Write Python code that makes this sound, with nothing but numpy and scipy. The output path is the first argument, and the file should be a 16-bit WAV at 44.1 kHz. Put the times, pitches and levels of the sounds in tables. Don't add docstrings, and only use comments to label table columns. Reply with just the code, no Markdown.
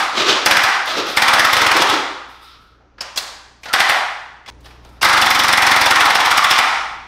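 import sys
import numpy as np
from scipy import signal
from scipy.fft import rfft, irfft
from scipy.io import wavfile
from scipy.ndimage import uniform_filter1d

SR = 44100
rng = np.random.default_rng(int(sys.argv[2]) if len(sys.argv) > 2 else 0)


def put_to_file(sound):
    columns = np.atleast_2d(sound).T
    safe = np.clip(columns, -1, 1)
    whole_steps = np.round(safe * 32767)
    wavfile.write(sys.argv[1], SR, whole_steps.astype(np.int16))


def elevation(decibels):
    levels = np.asarray(decibels, float)
    return 10 ** (levels / 20)


N = 311787
LEAD = SR // 4
M = N + LEAD
SCENE_CHANGE_S = 4.502


def rms_one(x):
    return x / np.sqrt(np.mean(x ** 2) + 1e-20)


def in_time(rows, quiet=None):
    s, *columns = np.transpose(rows)
    return [np.interp((np.arange(M) - LEAD) / SR, s, c, quiet, quiet) for c in columns]


def at_hz(points, hz):
    return np.interp(np.log(hz), np.log(np.array(points)[:, 0]), np.array(points)[:, 1])


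def colour(x, points):
    size = 4096
    cepstrum = irfft(np.log(elevation(at_hz(points, np.fft.rfftfreq(size, 1 / SR) + 1))))
    cepstrum[1:size // 2] *= 2
    cepstrum[size // 2 + 1:] = 0
    response = irfft(np.exp(rfft(cepstrum)))
    return signal.oaconvolve(x, response / np.sqrt(np.sum(response ** 2)))[:len(x)]


def resonate(x, hz, width_hz):
    r = np.exp(-np.pi * width_hz / SR)
    top = np.array([1, 0, -1]) * (1 - r * r) / 2
    return signal.lfilter(top, [1, -2 * r * np.cos(2 * np.pi * hz / SR), r * r], x + 1e-18)


def marks(times, db):
    out = np.zeros(M)
    np.add.at(out, np.round(np.asarray(times) * SR).astype(int) + LEAD, elevation(db))
    return out


def envelope(clicks, rise_s, fall_s):
    t = np.arange(SR // 10) / SR
    shape = (1 - np.exp(-t / rise_s)) * np.exp(-t / fall_s)
    return signal.oaconvolve(clicks, shape / shape.max())[:M]


def decaying(times, db, hz, fall_s):
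    t = np.arange(SR // 16) / SR
    tone = np.sin(2 * np.pi * hz * t) * t / fall_s * np.exp(1 - t / fall_s)
    return signal.oaconvolve(marks(times, db), tone)[:M]


def swells(start, hold, db, rise_db, fall_db):
    t = np.arange(0, M + 64, 64)[:, None] / SR - LEAD / SR
    before_s = np.maximum(start - t, 0)
    after_s = np.maximum(t - start - hold, 0)
    gain = elevation(db - rise_db * before_s - fall_db * after_s).sum(axis=1)
    return np.interp((np.arange(M) - LEAD) / SR, t[:, 0], gain)


# pitch_hz, level_db (rms)
MAINS_HUM = [(60.3, -48), (86.1, -63), (119.5, -56.5), (290.7, -65)]
# pitch_hz, level_db (per Hz)
NOISE_FLOOR = [(15, -26.5), (30, -11), (70, -17), (130, -21), (250, -20.5), (450, -21), (900, -31),
               (1800, -33.5), (3500, -44), (6000, -45), (9000, -73.5), (16000, -76.5)]
HUM_DB, FLOOR_DB = (-8, 3), (-56.5, -50)
HUM_FADE_DB_PER_S = 2.5


def ambient():
    t = np.arange(M) / SR
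    after = t - LEAD / SR - SCENE_CHANGE_S
    hum_db = np.where(after < 0, HUM_DB[0], HUM_DB[1] - HUM_FADE_DB_PER_S * after)
    floor_db = np.where(after < 0, *FLOOR_DB)
    hum = sum(np.sqrt(2) * elevation(db) * np.sin(2 * np.pi * hz * t) for hz, db in MAINS_HUM)
    return elevation(hum_db) * hum + elevation(floor_db) * colour(rng.standard_normal(M), NOISE_FLOOR)


# pitch_hz, t60_s
HALL_DECAY = [(130, 0.54), (300, 0.76), (550, 0.75), (1000, 0.97), (2800, 0.81), (7000, 0.74),
              (14000, 0.36)]
# pitch_hz, level_db
HALL_TONE = [(80, -8.5), (300, -0.5), (1000, 5), (3000, 0), (6000, -2), (9000, -3.5), (15000, -5.5)]
# delay_s, level_db
REFLECTIONS = [(.008, -2), (.021, -12), (.047, -12.5)]
FIXED_PATHS = 0.3


def hallway(sent):
    step = 32
    t = np.arange(SR * 3 // 2 // step) * step / SR
    cut = round(LEAD + SCENE_CHANGE_S * SR) // step
    white, out, response = rng.standard_normal((2, M)), 0, 0
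    edges = 130 * 2 ** np.arange(0, 7.1, .25)
    echoes = sum(elevation(db + 12.5) * (t > s) * np.exp(-np.abs(t - s) / 0.0017) for s, db in REFLECTIONS)
    build = (1 - np.exp(-t / 0.022) + echoes) ** 2 * step / SR
    for k, (low, high) in enumerate(zip(edges, edges[1:])):
        hz = np.sqrt(low * high)
        band = signal.butter(2, [low, high], "band", fs=SR, output="sos")
        source, noise = signal.sosfilt(band, [sent + 1e-18, white[k % 2]])
        energy = np.mean(source[:M // step * step].reshape(-1, step) ** 2, axis=1)
        spread = build * elevation(at_hz(HALL_TONE, hz) - 60 * t / at_hz(HALL_DECAY, hz)) ** 2
        tail = [signal.fftconvolve(part, spread)[:len(part)] for part in np.split(energy, [cut])]
        response = response + noise[:len(t) * step] * np.repeat(np.sqrt(spread / step), step)
        strength = np.sqrt(np.abs(np.concatenate(tail)))
        out = out + rms_one(noise) * np.interp(np.arange(M) / step, np.arange(len(energy)), strength)
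    same = [signal.fftconvolve(part, response)[:len(part)] for part in np.split(sent, [cut * step])]
    return np.sqrt(1 - FIXED_PATHS) * out + np.sqrt(FIXED_PATHS) * np.concatenate(same)


# start_s, hold_s, hiss_db, whistle_db (above the hiss)
AIR_PUFFS = [(0.88, 0.13, -28.5, 0), (1.096, 0.098, -28, -4.5), (2.3, .08, -47.5, -1),
             (2.431, 0.12, -44.5, -4), (2.621, .1, -59.5, -4), (3.647, 0.04, -41.5, -13),
             (4.652, 0.011, -46, -15), (4.853, .01, -53, -2), (4.931, .06, -60, 0)]
PUFF_RISE_DB_PER_S, HISS_FALL_DB_PER_S, WHISTLE_FALL_DB_PER_S = 702, 247, 88.5
THIN_BELOW_DB, THIN_FALL_DB_PER_S = 9, 129.5


def seep():
    s, hold, db, whistle_db = np.transpose(AIR_PUFFS)
    whistle_gain = swells(s, hold, db + whistle_db, PUFF_RISE_DB_PER_S, WHISTLE_FALL_DB_PER_S)
    hiss_gain = swells(s, hold, db, PUFF_RISE_DB_PER_S, HISS_FALL_DB_PER_S)
    thin_gain = swells(s, 0, db - THIN_BELOW_DB, PUFF_RISE_DB_PER_S, THIN_FALL_DB_PER_S)
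    a, b, c = rng.standard_normal((3, M))
    whistle = resonate(resonate(a, 1310, 90), 1310, 200)
    hiss = resonate(b, 3640, 600) - elevation(-5.5) * resonate(b, 5100, 560) - elevation(-8) * resonate(b, 2000, 1200)
    thin = colour(c, [(5000, -17), (8500, -0.5), (13000, -1.5), (16000, -9.0)])
    return elevation(-3.5) * (whistle_gain * rms_one(whistle) + hiss_gain * rms_one(hiss) + thin_gain * thin)


# time_s, pitch_hz, level_db (rms)
VALVE_SQUEAL = [
    (3.656, 1485, -42),
    (3.69, 1426, -38.5),
    (3.7, 1400, -30),
    (3.72, 1337, -25),
    (3.726, 1340, -27.5),
]


def squeal():
    hz, level_db = in_time(VALVE_SQUEAL)[0], in_time(VALVE_SQUEAL, -200)[1]
    waver = 1 + 0.28 * rms_one(uniform_filter1d(rng.standard_normal(M), size=260))
    return np.sqrt(2) * elevation(level_db) * waver * np.sin(2 * np.pi * np.cumsum(hz) / SR)


# peak_s, tick_db, door_db (above the tick)
DART_VOLLEYS = [(0.159, -26, -6.5), (0.183, -7, -11.5), (0.214, -14, -8.5), (.275, -17, -10),
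                (0.298, -6.5, -9), (.35, -27.5, -9.5), (0.892, -11, -18.5), (0.983, -13.5, -2.5),
                (1.09, -15.5, -6.5), (1.616, -15.5, -1.5), (1.754, -16, -1.5), (1.811, -11, -2.5),
                (1.935, -12.5, -3)]
# pitch_hz, width_hz, level_db
DOOR_MODES = [(146, 57, -9), (245, 40, -13.5), (340, 77, 2), (408, 150, 2), (548, 100, -1), (655, 70, -2.5)]
# pitch_hz, level_db (per Hz)
TIP_TICK = [(350, -53), (600, -3), (927, -13.5), (1260, -4.5), (1360, -12), (2270, -12.5), (3510, -9),
            (5940, -17.5), (14000, -54.5)]
VOLLEY_RISE_DB_PER_S, VOLLEY_FALL_DB_PER_S, DOOR_FALL_DB_PER_S = 452, 219, 262


def patter():
    s, tick_db, door_db = np.transpose(DART_VOLLEYS)
    tick_gain = swells(s, 0, tick_db, VOLLEY_RISE_DB_PER_S, VOLLEY_FALL_DB_PER_S)
    door_gain = swells(s, 0, tick_db + door_db, VOLLEY_RISE_DB_PER_S, DOOR_FALL_DB_PER_S)
    strength = elevation(0.87 * np.minimum(rng.exponential(1, M), 4))
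    hits = (rng.random(M) < 700 / SR) * strength
    taps = envelope(hits, 0.0017, 0.01) * rng.standard_normal(M)
    door = sum(elevation(db) * resonate(taps, hz, width_hz) for hz, width_hz, db in DOOR_MODES)
    door = signal.sosfilt(signal.butter(4, 110, "high", fs=SR, output="sos"), door)
    return elevation(-0.5) * door_gain * rms_one(door) + elevation(-4.0) * tick_gain * rms_one(colour(taps, TIP_TICK))


# time_s, level_db (peak), ring_hz, brightness_db (per octave)
PLASTIC_CLACKS = [(2.9806, -25.5, 1240, -9), (3.0066, -11.5, 4670, -2), (3.0154, -22, 5160, -3),
                  (3.159, -13.5, 5000, -0.5), (3.1728, -5.5, 4200, 3), (3.632, -22.5, 2240, -1.5),
                  (3.655, -16, 1490, -5), (3.683, -15, 1390, -5.5), (4.4593, -26.5, 2000, -4),
                  (4.476, -23.5, 3330, -5.5), (4.4838, -18, 740, -3), (4.4944, -28, 703, 2),
                  (4.604, -43, 743, 4), (4.643, -35, 2820, -7), (4.655, -26, 770, -3),
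                  (4.705, -34, 2310, -6), (4.847, -32.5, 734, -11), (4.888, -41, 703, 2.5),
                  (4.965, -31, 1480, -18), (5.0115, -14, 4770, -3), (5.0145, -6, 2640, -2.5)]
HIGH_TICKS = [(0.417, -37.5, 9660, 4.3), (0.859, -23, 11000, 5), (1.068, -26.5, 12400, 5),
              (1.0839, -26, 10820, 5), (4.645, -46, 9000, 3), (4.849, -36.5, 6000, 3)]
DULL_KNOCKS = [(3.013, -34.5, 291, -10), (3.008, -34, 140, -17), (2.8, -42, 240, -19), (3.2, -36, 180, -17)]
CLACK_S, TICK_S, KNOCK_S = 0.0084, .0015, .012


def clacks():
    out, t = np.zeros((2, M)), np.arange(SR // 8) / SR
    kinds = (PLASTIC_CLACKS, CLACK_S), (HIGH_TICKS, TICK_S), (DULL_KNOCKS, KNOCK_S)
    events = [(*row, length) for rows, length in kinds for row in rows]
    noise = rng.standard_normal((len(events), len(t)))
    for (s, db, hz, tilt_db, length), rattle in zip(events, noise):
        rattle = rattle * np.exp(-t / max(length, .001)) * (1 - np.exp(-t / (0.47 * length)))
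        wide = colour(rattle, [(150, -12), (800, 1.5), (5000, tilt_db * 1.3), (16000, tilt_db * 4.6 - 22.5)])
        ring = elevation(15) * resonate(rattle, hz, hz / 13)
        at = round(s * SR) + LEAD
        out[:, at:at + len(t)] += elevation(db - 6.0) * np.array([wide, ring])
    return out


# time_s, level_db, pitch_hz, fall_s
MAGAZINE_TONES = [(3.006, -20, 5180, 0.0035), (3.177, -21, 2700, 0.0044), (3.175, -14.5, 3400, 0.0026),
                  (3.657, -33, 805, 0.0043)]


def magazine():
    return sum(decaying([s], db, hz, fall_s) for s, db, hz, fall_s in MAGAZINE_TONES)


# time_s, pop_db (peak)
EARLIER_SHOTS = [(-.075, -13.5), (-.02, -17.5)]
FIRST_BURST = [(0.4595, -6), (0.5095, -6.5), (0.567, -10), (0.635, -13.5)]
SECOND_BURST = [(1.1703, -8.5), (1.219, -10), (1.28, -11.5), (1.334, -12), (1.3934, -9), (1.4477, -13),
                (1.5289, -13), (1.5661, -13.5), (1.6156, -16), (1.6642, -14.5), (1.713, -15.5),
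                (1.7645, -17.5), (1.8193, -13.5), (1.8964, -23)]
WEAK_BURST = [(3.7356, -15), (3.8028, -16.5), (3.895, -19.5)]
# time_s, pop_db (peak)
EMPTYING_BURST = [(5.0264, -14.5), (5.0453, -6.5), (5.0875, -13.5), (5.1706, -15.5), (5.4354, -13),
                  (5.7123, -14.5), (6.2005, -16.5), (6.3103, -15), (6.5081, -14), (6.5856, -13.5)]
ROW_SHOT = [0, 1, 2, 4, 10, 16, 26, 28, 31, 32]
SHOT_JITTER_S, SHOT_SCATTER_DB = 0.00027, 1.94


def firing():
    number = np.arange(ROW_SHOT[-1] + 1)
    s, db = np.transpose(EMPTYING_BURST)
    chance = rng.standard_normal((len(number), 2))
    run_s = np.interp(number, ROW_SHOT, s) + SHOT_JITTER_S * chance[:, 0]
    run_db = np.interp(number, ROW_SHOT, db) + SHOT_SCATTER_DB * chance[:, 1]
    run = np.transpose([run_s, run_db])
    return np.concatenate([EARLIER_SHOTS, FIRST_BURST, SECOND_BURST, WEAK_BURST, run]).T


# time_s, full_share (0-1)
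TANK_PRESSURE = [(0, 0.7), (.46, 0.8), (1.2, 0.68), (1.8, 0.66), (1.9, 0), (3.7, 0), (5.03, .4),
                 (5.04, 0.9), (5.5, .8), (5.9, 0.42), (6.2, 0.27), (6.6, 0.19)]
# time_s, thump_db (above the pop)
HAND_RECOIL = [(0, -48.5), (.46, -24), (.64, -18), (1.2, -24), (1.3, -23.5), (1.55, -19.5), (1.66, -14.5),
               (1.8, -34), (1.9, -17), (3.8, -23), (5.03, -21), (5.17, -18.5), (5.35, -23), (5.85, -16.5),
               (6.28, -27), (6.6, -19.5)]
# pitch_hz, level_db (per Hz)
POP_SPECTRUM = [(2350, -33.5), (4000, -6.5), (5110, 2), (7070, -13), (8240, -8.5), (11600, -13.5),
                (12600, -15), (15600, -19.5)]
# pitch_hz, level_db (per Hz)
SHELL_SPECTRUM = [(88, -43.5), (150, -22.5), (324, -12.5), (473, -23), (524, -6), (643, -18), (777, -1.5),
                  (1130, -7), (2250, -4), (2530, -9), (3510, -8), (9000, -36), (11700, -46), (19800, -120)]
# pitch_hz, width_hz, level_db
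SHELL_RINGS = [(802, 65, -1), (1127, 130, -1), (1279, 80, 4.5), (1578, 67, 1), (2018, 180, 0.5),
               (3462, 150, 2), (5200, 480, -15.5)]
# pitch_hz, level_db (below the pop), fall_s
GRIP_MODES = [(190.6, -21.5, .014), (255, -24.5, 0.03), (332, -21, 0.011), (527.5, -17.5, 0.014)]
SHELL_ABOVE_POP_DB, VALVE_HISS_DB, BARREL_TONE_DB = (9.5, 3.5), (-9, -28.5), (-21.5, -11.5)
PISTON_LAG_S, PUMPED_LAG_S = (.0006, 0.0022), (0.00065, 0.0069)
VALVE_LEAD_S = 0.006
SPRING_HZ, SPRING_WIDTH_HZ, SPRING_DB = 12600, 500, 7.5


def shots():
    s, pop_db = firing()
    full = np.interp(s, *np.transpose(TANK_PRESSURE))
    thump_db = np.interp(s, *np.transpose(HAND_RECOIL))
    shell_db, valve_db, barrel_db, lag, pumped = [low + (high - low) * full for low, high in (
        SHELL_ABOVE_POP_DB, VALVE_HISS_DB, BARREL_TONE_DB, PISTON_LAG_S, PUMPED_LAG_S)]
    lag = np.where(s < SCENE_CHANGE_S, lag, pumped)
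    chance = rng.standard_normal((len(s), 3 + len(SHELL_RINGS)))
    lands = s + lag + 0.00098 * chance[:, 0]
    shell_db = pop_db + shell_db

    valve = envelope(marks(s - VALVE_LEAD_S, pop_db + valve_db + 4 + 1.4 * chance[:, 2]), 0.0006, 0.013)
    air = valve + envelope(marks(s, pop_db - 4.5), 0.00075, 0.0077)
    air += envelope(marks(s + 0.00056, pop_db - 17), .0003, 0.0005)
    air += envelope(marks(lands + 0.0038, pop_db - 12 + 2.9 * chance[:, 1]), 0.00094, 0.0023)
    blow = envelope(marks(lands, shell_db - 2.0), 0.00064, 0.0051)
    blow += envelope(marks(s, shell_db - 12.5), 0.0016, 0.0096) + elevation(1.5) * valve
    out = air * colour(rng.standard_normal(M), POP_SPECTRUM)
    out += blow * colour(rng.standard_normal(M), SHELL_SPECTRUM)

    for k, (hz, width_hz, db) in enumerate(SHELL_RINGS):
        struck = envelope(marks(lands, shell_db + db + 10 + 1.8 * chance[:, 3 + k]), 0.0012, 0.0046)
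        out += resonate(struck * rng.standard_normal(M), hz, width_hz)
    sings = envelope(marks(s, pop_db + SPRING_DB - 12 + 5 * chance[:, 1]), .0005, .006)
    out += resonate(sings * rng.standard_normal(M), SPRING_HZ, SPRING_WIDTH_HZ)

    barrel = decaying(s - .002, pop_db + barrel_db, 315, 0.002)
    grip = sum(decaying(s + lag, pop_db + barrel_db + 14 + db, hz, fall_s) for hz, db, fall_s in GRIP_MODES)
    thump = decaying(s + lag, pop_db + thump_db + 12.5, 92, 0.0042)
    return out, barrel + grip + thump


def scene():
    far, leak = patter(), seep() + squeal()
    rattle, ring = clacks()
    ring = ring + magazine()
    blast, tones = shots()
    direct = blast + tones + rattle + ring + elevation(-5) * far + leak
    sent = elevation(14.5) * blast + elevation(4.5) * tones + elevation(13.5) * rattle
    sent = sent + elevation(4.0) * ring + elevation(7) * far + elevation(6.5) * leak
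    after = (np.arange(M) - LEAD) / SR - SCENE_CHANGE_S
    heard = (after < 0) | (after > .06)
    return (direct * heard + hallway(sent * heard) + ambient())[None, LEAD:]


def squeeze(x, knee_db, share, release_db, size):
    level_db = 10 * np.log10(np.abs(uniform_filter1d(x ** 2, size=size)) + 1e-12)
    ramp = release_db * np.arange(N) / SR
    held_db = np.maximum.accumulate(level_db + ramp) - ramp
    return elevation(uniform_filter1d(-share * np.maximum(held_db - knee_db, 0), size=size // 2))


def low_pass(x):
    return signal.sosfilt(signal.butter(12, 15750, fs=SR, output="sos"), x)


def record(dry):
    bass = signal.sosfiltfilt(signal.butter(2, 160, fs=SR, output="sos"), dry[0], padtype="even")
    x = dry - bass + bass * squeeze(bass, knee_db=-43.5, share=0.45, release_db=159.0, size=400)
    x = x * squeeze(x[0], knee_db=-9.0, share=0.72, release_db=45, size=220)
    x = np.clip(2.18 * np.tanh(x / 2.068), -1, 1)
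    x = signal.sosfilt(signal.ellip(10, .5, 60, 15720, fs=SR, output="sos"), x)
    return low_pass(x)


dry = scene()
out = record(dry)
put_to_file(out)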